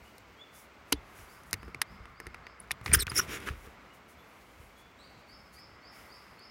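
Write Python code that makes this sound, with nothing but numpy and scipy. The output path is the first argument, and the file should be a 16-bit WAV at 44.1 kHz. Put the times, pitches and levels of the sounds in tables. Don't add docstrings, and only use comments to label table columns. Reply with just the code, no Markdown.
import sys
import numpy as np
from scipy import signal
from scipy.fft import rfft, irfft, next_fast_len
from scipy.io import wavfile
from scipy.ndimage import map_coordinates

SR = 44100
rng = np.random.default_rng(int(sys.argv[2]) if len(sys.argv) > 2 else 0)


def file_out(sig):
    cols = np.atleast_2d(sig).T
    lim = np.clip(cols, -1, 1)
    pcm = np.round(lim * 32767).astype(np.int16)
    wavfile.write(sys.argv[1], SR, pcm)


def gain_from_db(level_db):
    decades = np.asarray(level_db, float) / 20
    return 10 ** decades


N = 286650


def unit(x):
    return x / np.sqrt(np.mean(x ** 2) + 1e-20)


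def filtered(x, response):
    m = next_fast_len(len(x) + 4096)
    return irfft(rfft(x, m) * response(np.fft.rfftfreq(m, 1 / SR)), m)[:len(x)]


def along(points):
    f, db = np.transpose(points)
    return lambda hz: gain_from_db(np.interp(np.log(hz + 1), np.log(f), db))


def resonances(modes):
    def response(f):
        total = 0
        for k, (centre, width, db) in enumerate(modes):
            damping = 1j * f * width
            total = total + (-1) ** k * gain_from_db(db) * damping / (centre * centre - f * f + damping)
        return total
    return response


def wobble(rate, size):
    knots = rng.standard_normal(int(size * rate / SR) + 4)
    return map_coordinates(knots, [np.arange(size) * rate / SR])


def noise(response, size):
    return unit(filtered(rng.standard_normal(size), response))


def add(track, s, x):
    part = track[round(s * SR):][:len(x)]
    part += x[:len(part)]


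# time in seconds, grip force in dB, cupping over the microphone in dB.
HAND = [(0, -60.5, -8), (.3, -64.5, -4), (.92, -62.5, -1.5), (1.07, -61.5, 0.5), (1.38, -62, 4.5),
        (1.56, -54, 3.5), (2.35, -56, 5), (2.6, -61.5, 4.5), (2.82, -53, 2.5), (2.93, -41, 4),
        (3.03, -45, 2), (3.09, -50, 10.5), (3.26, -44, 7), (3.46, -49, 3.5), (3.65, -61.5, 1.5),
        (4.69, -61, -6), (5.77, -60.5, 0.5), (6.5, -61.5, 1)]
# start in seconds, end in seconds, hiss in dB.
STILL = (2.99, 3.066, -9)


def hand():
    s, *columns = np.transpose(HAND)
    grip_db, cup_db = (np.interp(np.arange(N) / SR, s, column) for column in columns)
    slide_from_db, slide_grows = -54.5, 0.56
    slide_db = slide_grows * np.clip(grip_db - slide_from_db, 0, None)
    start, end, still_db = STILL
    slide_db[round(start * SR):round(end * SR)] = still_db
    return grip_db, cup_db, slide_db


# frequency in Hz, level in dB per Hz.
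LEAVES = [(59, -27.5), (100, -1), (167, -13.5), (204, -4), (458, -5.5), (571, -5.5), (919, -6.5),
          (1400, -8), (1780, -12), (2180, -7), (2470, -11.5), (3750, -20.5), (4600, -22.5), (8000, -33.5),
          (10400, -62), (17600, -120)]
# frequency in Hz, level in dB per Hz.
HISS = [(2000, -45), (4000, 4.5), (7000, 1.5), (10500, -6), (13000, -2), (16000, -1)]


def leaves(cup_db, slide_db):
    leaf_db, high_db = -57.5, -77
    muffle = 1
    low_level = leaf_db + slide_db + 1.2 * wobble(5.5, N) + 0.35 * wobble(2.7, N)
    high_level = high_db - muffle * cup_db + 2.2 * slide_db + 1.3 * wobble(36, N)
    return gain_from_db(low_level) * noise(along(LEAVES), N) + gain_from_db(high_level) * noise(along(HISS), N)


# frequency in Hz, level in dB per Hz.
RUMBLE = [(20, -41), (35, -13), (60, 1.5), (110, -13), (200, -11.5), (400, -51.5)]
# centre in Hz, width in Hz, level in dB.
CUP = [(1214, 650, 8), (2150, 240, 2)]


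def held_body(grip_db, cup_db):
    rumble = gain_from_db(grip_db + 2.5 * wobble(16, N)) * noise(along(RUMBLE), N)
    cup = filtered(noise(resonances(CUP), N), resonances(CUP))
    return rumble + gain_from_db(-63.5 + cup_db) * unit(cup)


# start in seconds, rise in seconds, level in dB.
WHISTLES = [
    (1.275, .072, -67),
    (1.567, .085, -68.5),
    (1.845, 0.083, -67.5),
    (2.145, 0.076, -66),
    (2.432, .08, -66),
    (5.268, 0.087, -59.5),
    (5.528, .088, -59.5),
    (5.817, 0.084, -59),
    (6.085, 0.073, -57.5),
    (6.38, .072, -56.5),
]
# start and length in seconds, start and end pitch in Hz, level in dB.
OPENING = [
    (4.756, 0.061, 3290, 3465, -64.5),
    (4.975, .085, 3620, 4860, -61.5),
]
# start and length in seconds, start and end pitch in Hz, level in dB.
FAR_NOTES = [
    (0.046, 0.04, 2970, 2850, -61.5),
    (.375, 0.034, 3140, 3440, -60.5),
    (0.393, .04, 3350, 3530, -49.5),
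    (0.947, 0.038, 3400, 3500, -62),
    (3.905, 0.028, 2860, 2900, -59),
    (4.173, .07, 3390, 3510, -66),
    (4.603, 0.029, 2980, 2940, -71),
]


def birds():
    out, t = np.zeros(N), np.arange(SR) / SR
    # the note, then octave at start and at end (dB), echo (dB)
    calls = []
    for s, length, db in WHISTLES:
        vary = 1 + .005 * rng.standard_normal(2)
        calls.append((s, length, 4300 * vary[0], 5400 * vary[1], db, -38, -22, 1.5 if s < 3 else 5))
    calls += [(*note, -5, -24, 4) for note in OPENING]
    calls += [(*note, -24, -26, -6) for note in FAR_NOTES]
    flick = 16
    for s, length, hz0, hz1, db, octave0_db, octave1_db, wet_db in calls:
        u = np.linspace(0, 1.3, round(1.3 * length * SR))
        rise = np.clip(u, 0, 1)
        glide = np.sin(.9 * rise ** 1.15) / np.sin(.9) - flick * np.clip(u - .96, 0, 1) ** 2
        pitch = (hz0 + (hz1 - hz0) * glide) * (1 + 0.006 * wobble(200, len(u)))
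        phase = 2 * np.pi * np.cumsum(pitch) / SR
        swell = np.interp(u, [0, .1, .35, .8, .98, 1.15, 1.25], [0.01, 0.5, 0.96, 0.9, 0.63, 0.5, .01])
        octave = gain_from_db(octave0_db + (octave1_db - octave0_db) * rise) * np.sin(2 * phase)
        flutter = unit(gain_from_db(2.6 * wobble(130, len(u))))
        call = (np.sin(phase) + octave) * swell * flutter
        decay = (gain_from_db(-60 * t / .42) + gain_from_db(-7 - 60 * t / 1.5)) * (1 - np.exp(-t / .004))
        trees = rng.standard_normal(len(t)) * decay * gain_from_db(1.2 * wobble(49, len(t)))
        add(out, s, gain_from_db(db) * call)
        add(out, s, gain_from_db(db + wet_db) * signal.fftconvolve(call, trees / np.linalg.norm(trees)))
    return out


# centre in Hz, width in Hz, level in dB.
CAVITY = [(1416, 190, -2), (2100, 500, -3), (5660, 600, 0.21), (6840, 510, -2), (10500, 1302, -0.2)]


def friction(strokes):
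    out = np.zeros(N)
    for start, peak, end, db, hz, width in strokes:
        size = round((end - start) * SR)
        t = start + np.arange(size) / SR
        stroke = np.sin(np.pi / 2 * np.interp(t, [start, peak, end], [0, 1, 0])) ** 1.8
        pocket = np.clip((db + 78.5) / 22, .2, 2.2)

        def band(f):
            colour = np.exp(-.5 * (np.log2((f + 1) / hz) / width) ** 2)
            gap = 1 - .6 * np.exp(-((f - 4300) / 300) ** 2)
            return colour * (1 + pocket * np.abs(resonances(CAVITY)(f))) * gap

        press = np.clip(0.04 * (db + 71.0), 0, 6)
        grain_db = press * (wobble(400, size) + 0.34 * wobble(82, size))
        add(out, start, gain_from_db(db) * stroke * unit(gain_from_db(grain_db) * noise(band, size)))
    return out


# start in seconds, length in seconds, level in dB, band width in octaves.
SWISHES = [(0, 0.2, -69.5, 3), (0.514, 0.18, -57.5, 1.3), (0.86, 0.12, -68, 1.2), (0.945, 0.8, -65, 5.9),
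           (1.134, 0.17, -58.5, 4.9), (1.271, 0.16, -63.5, 2), (1.446, 0.1, -66, .8),
           (2.585, 0.09, -69, .7), (2.826, 0.12, -56, .65), (3.509, 0.3, -64.5, 2.6),
           (3.922, 0.079, -66.5, .9), (4.07, 0.1, -63.5, 1.7), (4.101, 0.96, -71, 2),
           (4.568, 0.17, -69, .6), (4.764, 0.089, -68, .76), (5.266, 0.1, -74, 0.51),
           (5.256, 0.55, -77.5, 2), (3.702, 0.48, -77.5, 2), (5.517, 0.082, -61.5, 1.2),
           (5.575, 0.05, -66, .9), (5.897, 0.24, -62, 3.3), (5.85, 0.78, -68.5, 2.3)]


def swishes():
    return friction([(s, s + 0.3 * length, s + length, db, 9660, width) for s, length, db, width in SWISHES])


# start, peak and end in seconds,
# level in dB, centre in Hz, width in octaves.
PORT = [
    (1.1, 2.3, 2.9, -66.5, 2150, .05),
    (5.551, 5.95, 6.9, -67, 1974, .07),
    (5.9, 5.99, 6.08, -59, 1500, .8),
]


def port_breaths():
    return friction(PORT)


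# start, peak and end in seconds, shell level in dB, plates in dB over the shell.
SCRAPES = [(2.855, 2.875, 3.02, -47, -14), (2.929, 2.938, 2.966, -28, 6), (2.955, 2.965, 2.998, -43, -3),
           (2.984, 3.0, 3.02, -42, 1), (3.005, 3.029, 3.038, -41.5, 1), (3.067, 3.106, 3.23, -51, -4),
           (3.131, 3.198, 3.2, -35.5, 4.5), (3.196, 3.202, 3.28, -45.5, -2.5),
           (3.25, 3.338, 3.41, -40.5, -7), (3.37, 3.432, 3.62, -50.5, -9), (3.454, 3.475, 3.514, -43, -7.5),
           (3.6, 3.669, 3.67, -60, -3)]
# centre in Hz, width in octaves.
SCRAPED = [
    (1900, 0.8),
    (8500, 1.98),
    (356, 0.349),
]


def scrapes():
    strokes = []
    for *times, db, plate_db in SCRAPES:
        body_db = -44 + .8 * (db + 39)
        for level, part in zip((db, db + plate_db, body_db), SCRAPED):
            strokes.append((*times, level, *part))
    return friction(strokes)


def stick_slip(table, rough, octave_db, smear):
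    out = np.zeros(N)
    for start, length, hz0, hz1, db in table:
        u = np.linspace(0, 1, round(length * SR))
        pitch = (hz0 + (hz1 - hz0) * u) * (1 + smear * wobble(580, len(u)))
        phase = 2 * np.pi * np.cumsum(pitch) / SR
        tone = np.sin(phase) + gain_from_db(octave_db) * np.sin(2 * phase) * (hz0 < 7500)
        size = 1 - rough + rough * wobble(760, len(u))
        add(out, start, gain_from_db(db + 1.5) * size * np.sin(np.pi * u) ** 0.692 * tone)
    return out


# start and length in seconds, start and end pitch in Hz, level in dB.
SQUEAKS = [
    (2.9315, 0.0135, 8970, 9000, -10.5),
    (3.157, .015, 5480, 5650, -24.5),
    (.93, 0.03, 9650, 9620, -63),
    (4.165, 0.09, 12780, 12460, -71.5),
    (4.27, 0.039, 12000, 10900, -69.5),
    (4.32, .1, 11480, 11000, -76),
    (4.42, .07, 10770, 9220, -82),
]
# start and length in seconds, start and end pitch in Hz, level in dB.
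PINCH = [
    (3.095, .013, 5040, 4900, -37.5),
]
# start and length in seconds, start and end pitch in Hz, level in dB.
CHATTER = [(3.16, .035, 10400, 10700, -30), (3.18, 0.013, 7100, 7000, -30), (3.176, .02, 10000, 15000, -34),
           (3.31, .07, 6900, 6950, -49), (3.194, 0.0113, 5800, 5700, -21.5),
           (2.944, 0.016, 12000, 10500, -23.5), (2.94, .018, 3300, 3100, -26),
           (3.17, .015, 2300, 2200, -35), (5.578, 0.019, 2200, 2150, -53),
           (2.958, 0.023, 8500, 8270, -51.5), (3.29, .08, 5700, 5760, -50), (2.926, .009, 10500, 9050, -30),
           (2.94, .02, 1604, 1530, -20.5), (2.944, .016, 5100, 5240, -21),
           (2.949, 0.0072, 15100, 15200, -17), (2.978, 0.024, 1510, 1725, -35),
           (2.988, 0.025, 5400, 5150, -32.5), (2.6, 0.0046, 9500, 10300, -36),
           (3.0, .008, 13500, 13520, -33.5), (2.994, 0.021, 8900, 8500, -28.5),
           (2.996, .038, 4440, 3540, -30.5), (3.012, .02, 8300, 8340, -28),
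           (3.013, .019, 12000, 11690, -32.5), (3.143, .017, 5550, 5400, -44),
           (3.172, 0.011, 5200, 5150, -22), (3.18, 0.0166, 5950, 5800, -22), (3.19, .015, 1446, 1430, -25),
           (3.205, 0.021, 5700, 5460, -39), (3.468, 0.028, 1460, 1390, -32)]


def clamp():
    clean = stick_slip(SQUEAKS, rough=0.3, octave_db=-16, smear=.006)
    pinch = stick_slip(PINCH, rough=.4, octave_db=-1, smear=.008)
    chatter = stick_slip(CHATTER, rough=0.62, octave_db=-14, smear=.02)
    return clean + pinch + chatter


def ring(modes, t):
    total = 0
    for hz, db, t60 in modes:
        total = total + gain_from_db(db + rng.normal(0, 1.5) - 60 * t / t60) * np.sin(2 * np.pi * hz * t)
    return total * (1 - np.exp(-t / .002))


# time in seconds, peak level in dB, rocking rate in Hz.
BUMPS = [(0.937, -35, 63), (1.189, -50, 93), (1.224, -45, 54), (1.536, -39.5, 97), (1.747, -45.5, 136),
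         (1.885, -52, 69.4), (2.002, -41, 56.5), (2.27, -41, 56.5), (2.716, -48.5, 134),
         (2.812, -42.5, 111), (2.862, -35, 99), (2.887, -32, 129), (2.8953, -26, 76), (2.924, -27.5, 117),
         (2.964, -23, 59.97), (3.027, -35, 61.5), (3.069, -35, 86.5), (3.117, -34, 122.1),
         (3.199, -43, 116), (3.5042, -28, 68), (3.541, -43.5, 61.4), (3.671, -46, 61.6), (4.598, -47, 68.7),
         (5.329, -56, 54)]


def rocking():
    out, t = np.zeros(N), np.arange(SR // 4) / SR
    for s, db, hz in BUMPS:
        t60 = 0.16 * (80 / hz) ** .4
        modes = [(hz, 0, t60), (.65 * hz, -7, 2.5 * t60), (1.45 * hz, -8, 0.67 * t60)]
        add(out, s, gain_from_db(db + 3) * ring(modes, t))
    return out


# centre in Hz, width in Hz, level in dB.
PLATE = [(4500, 1900, -1), (6507, 1760, -1.5), (8480, 1900, -3.5), (10260, 1300, -1), (12500, 1500, -6),
         (14500, 1400, -10.5)]


def plates(f):
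    return (1j * f / (1j * f + 3000)) ** 2 * resonances(PLATE)(f)


# time in seconds, peak level in dB.
TICKS = [(.1544, -53), (.182, -38.5), (1.4348, -43), (1.5104, -34), (1.6237, -50), (1.6497, -51),
         (1.688, -50), (1.9154, -61), (1.938, -60), (2.6753, -50), (2.6854, -54), (1.631, -44),
         (1.682, -52), (2.057, -49), (2.813, -47), (2.7017, -51), (2.7306, -58), (2.7377, -50),
         (2.8647, -28), (3.2793, -44), (3.403, -34), (3.4254, -44), (3.462, -46), (3.4753, -38),
         (6.394, -46.5)]


def ticks():
    out, t = np.zeros(N), np.arange(400) / SR
    for s, db in TICKS:
        tick = filtered(rng.standard_normal(400) * gain_from_db(-60 * t / 0.0088), plates)
        add(out, s - .0003, gain_from_db(db - 4.5) * tick / np.abs(tick).max())
    return out


# centre in Hz, width in Hz, level in dB.
SHELL = [(1204, 1200, -4), (2200, 2090, 0.5), (3803, 2000, -6)]
# frequency in Hz, level in dB, t60 in seconds.
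BODY = [(183, -17, 0.11), (291, 1.5, 0.07), (364, 2, 0.036), (440, -5, .06), (563, -9, 0.017)]
# time in seconds, shell level in dB, bright crack and body knock
# in dB over the shell, struck spot in Hz.
KNOCKS = [(.9219, -25, -2, -23.5, 2200), (0.9247, -18, 9, 0, 990), (0.9266, -12, -6, -45, 4500),
          (1.5303, -18, 4, -12, 1920), (1.5394, -25.5, -2.5, -13, 2100), (1.7464, -27.5, -15, -8.5, 2150),
          (1.8165, -18.5, 4, -20, 1600), (1.8172, -17, -23, -40, 3920), (2.2012, -30, -7, -7, 1800),
          (2.268, -30.5, -8.5, -6, 1900), (2.345, -30.5, -15.5, -12, 1900), (2.4678, -32.5, -24, -13, 1900),
          (2.7085, -18.5, -14, -38, 1950), (2.715, -21, 1, -27, 3350), (2.861, -22.5, -24, -23.5, 1990),
          (2.8789, -28, -35, -11, 2070), (2.9151, -32, -30, -20, 2003), (2.9177, -24, -26, -14.5, 2040),
          (2.9267, -25, -10.5, -8, 1460), (2.9335, -21, -12, -19.5, 1500), (3.0682, -26, -7.5, -17, 2620),
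          (3.0793, -25, -30, -33, 1460), (3.1178, -25, -10.5, -27.5, 1450),
          (3.4736, -30.5, -14.5, -6, 1590), (3.4874, -21, -17.5, -12.5, 1400),
          (3.499, -39.5, -14.5, -19.5, 2400)]
# time in seconds, shell level in dB, body knock in dB over the shell.
TOUCHES = [
    (1.1877, -44, -6),
    (1.6304, -35, -2),
    (1.68, -40.5, 6),
    (2.0006, -50, 1),
    (2.038, -54, 6),
    (2.0553, -36, -11),
    (2.259, -41, -10),
    (2.813, -40, -7),
    (3.513, -41, -16.5),
    (3.6743, -45.5, 9),
]


def knocks():
    out, t = np.zeros(N), np.arange(SR // 4) / SR
    hit_t60, spot_db = 0.012, 5
    rattle = gain_from_db(-12.5 - 60 * t / (3.3 * hit_t60))
    blow = (gain_from_db(-60 * t / hit_t60) + rattle) * (1 - np.exp(-t / 0.00023))
    touches = [(s, db, -22, knock_db, 1110) for s, db, knock_db in TOUCHES]
    for s, db, crack_db, knock_db, hz in KNOCKS + touches:
        hit = rng.standard_normal((2, len(t))) * blow
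        hit[:, 12] += [5.5, 2.5]

        def struck_shell(f):
            dull = (1j * f / (1j * f + 520)) ** 2 / (1 + 1j * f / 6000) ** 3
            return dull * (resonances(SHELL)(f) + resonances([(hz, .3 * hz, spot_db)])(f))

        shell = filtered(hit[0], struck_shell)
        plate = filtered(hit[1] * gain_from_db(-60 * t / .06), plates)
        crack = shell / np.abs(shell).max() + gain_from_db(crack_db) * plate / np.abs(plate).max()
        loss_db = np.clip(-.6 * (db + knock_db + 20), 0, 12)
        body = [(c, level - loss_db * (c < 320), t60) for c, level, t60 in BODY]
        add(out, s - .0003, gain_from_db(db) * (crack + gain_from_db(knock_db - 3.5) * ring(body, t)))
    return out


def scene():
    grip_db, cup_db, slide_db = hand()
    background = leaves(cup_db, slide_db) + held_body(grip_db, cup_db) + birds()
    rubs = swishes() + port_breaths() + scrapes()
    handling = rubs + clamp() + rocking() + ticks() + knocks()
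    return (background + handling)[None]


def band_limit(x):
    return signal.sosfilt(signal.butter(12, 16660, fs=SR, output="sos"), x)


def record(dry):
    top_hz, cut_hz = 15900, 16650
    x = filtered(dry[0], lambda hz: (1j * hz / (1j * hz + 38)) ** 3)
    x = x / (1 + np.abs(x / .48) ** 4) ** (1 / 4)
    x = filtered(x, lambda hz: np.where(hz < top_hz, 1, gain_from_db(-34)) * (hz < cut_hz))
    return band_limit(x[None])


dry = scene()
out = record(dry)
file_out(out)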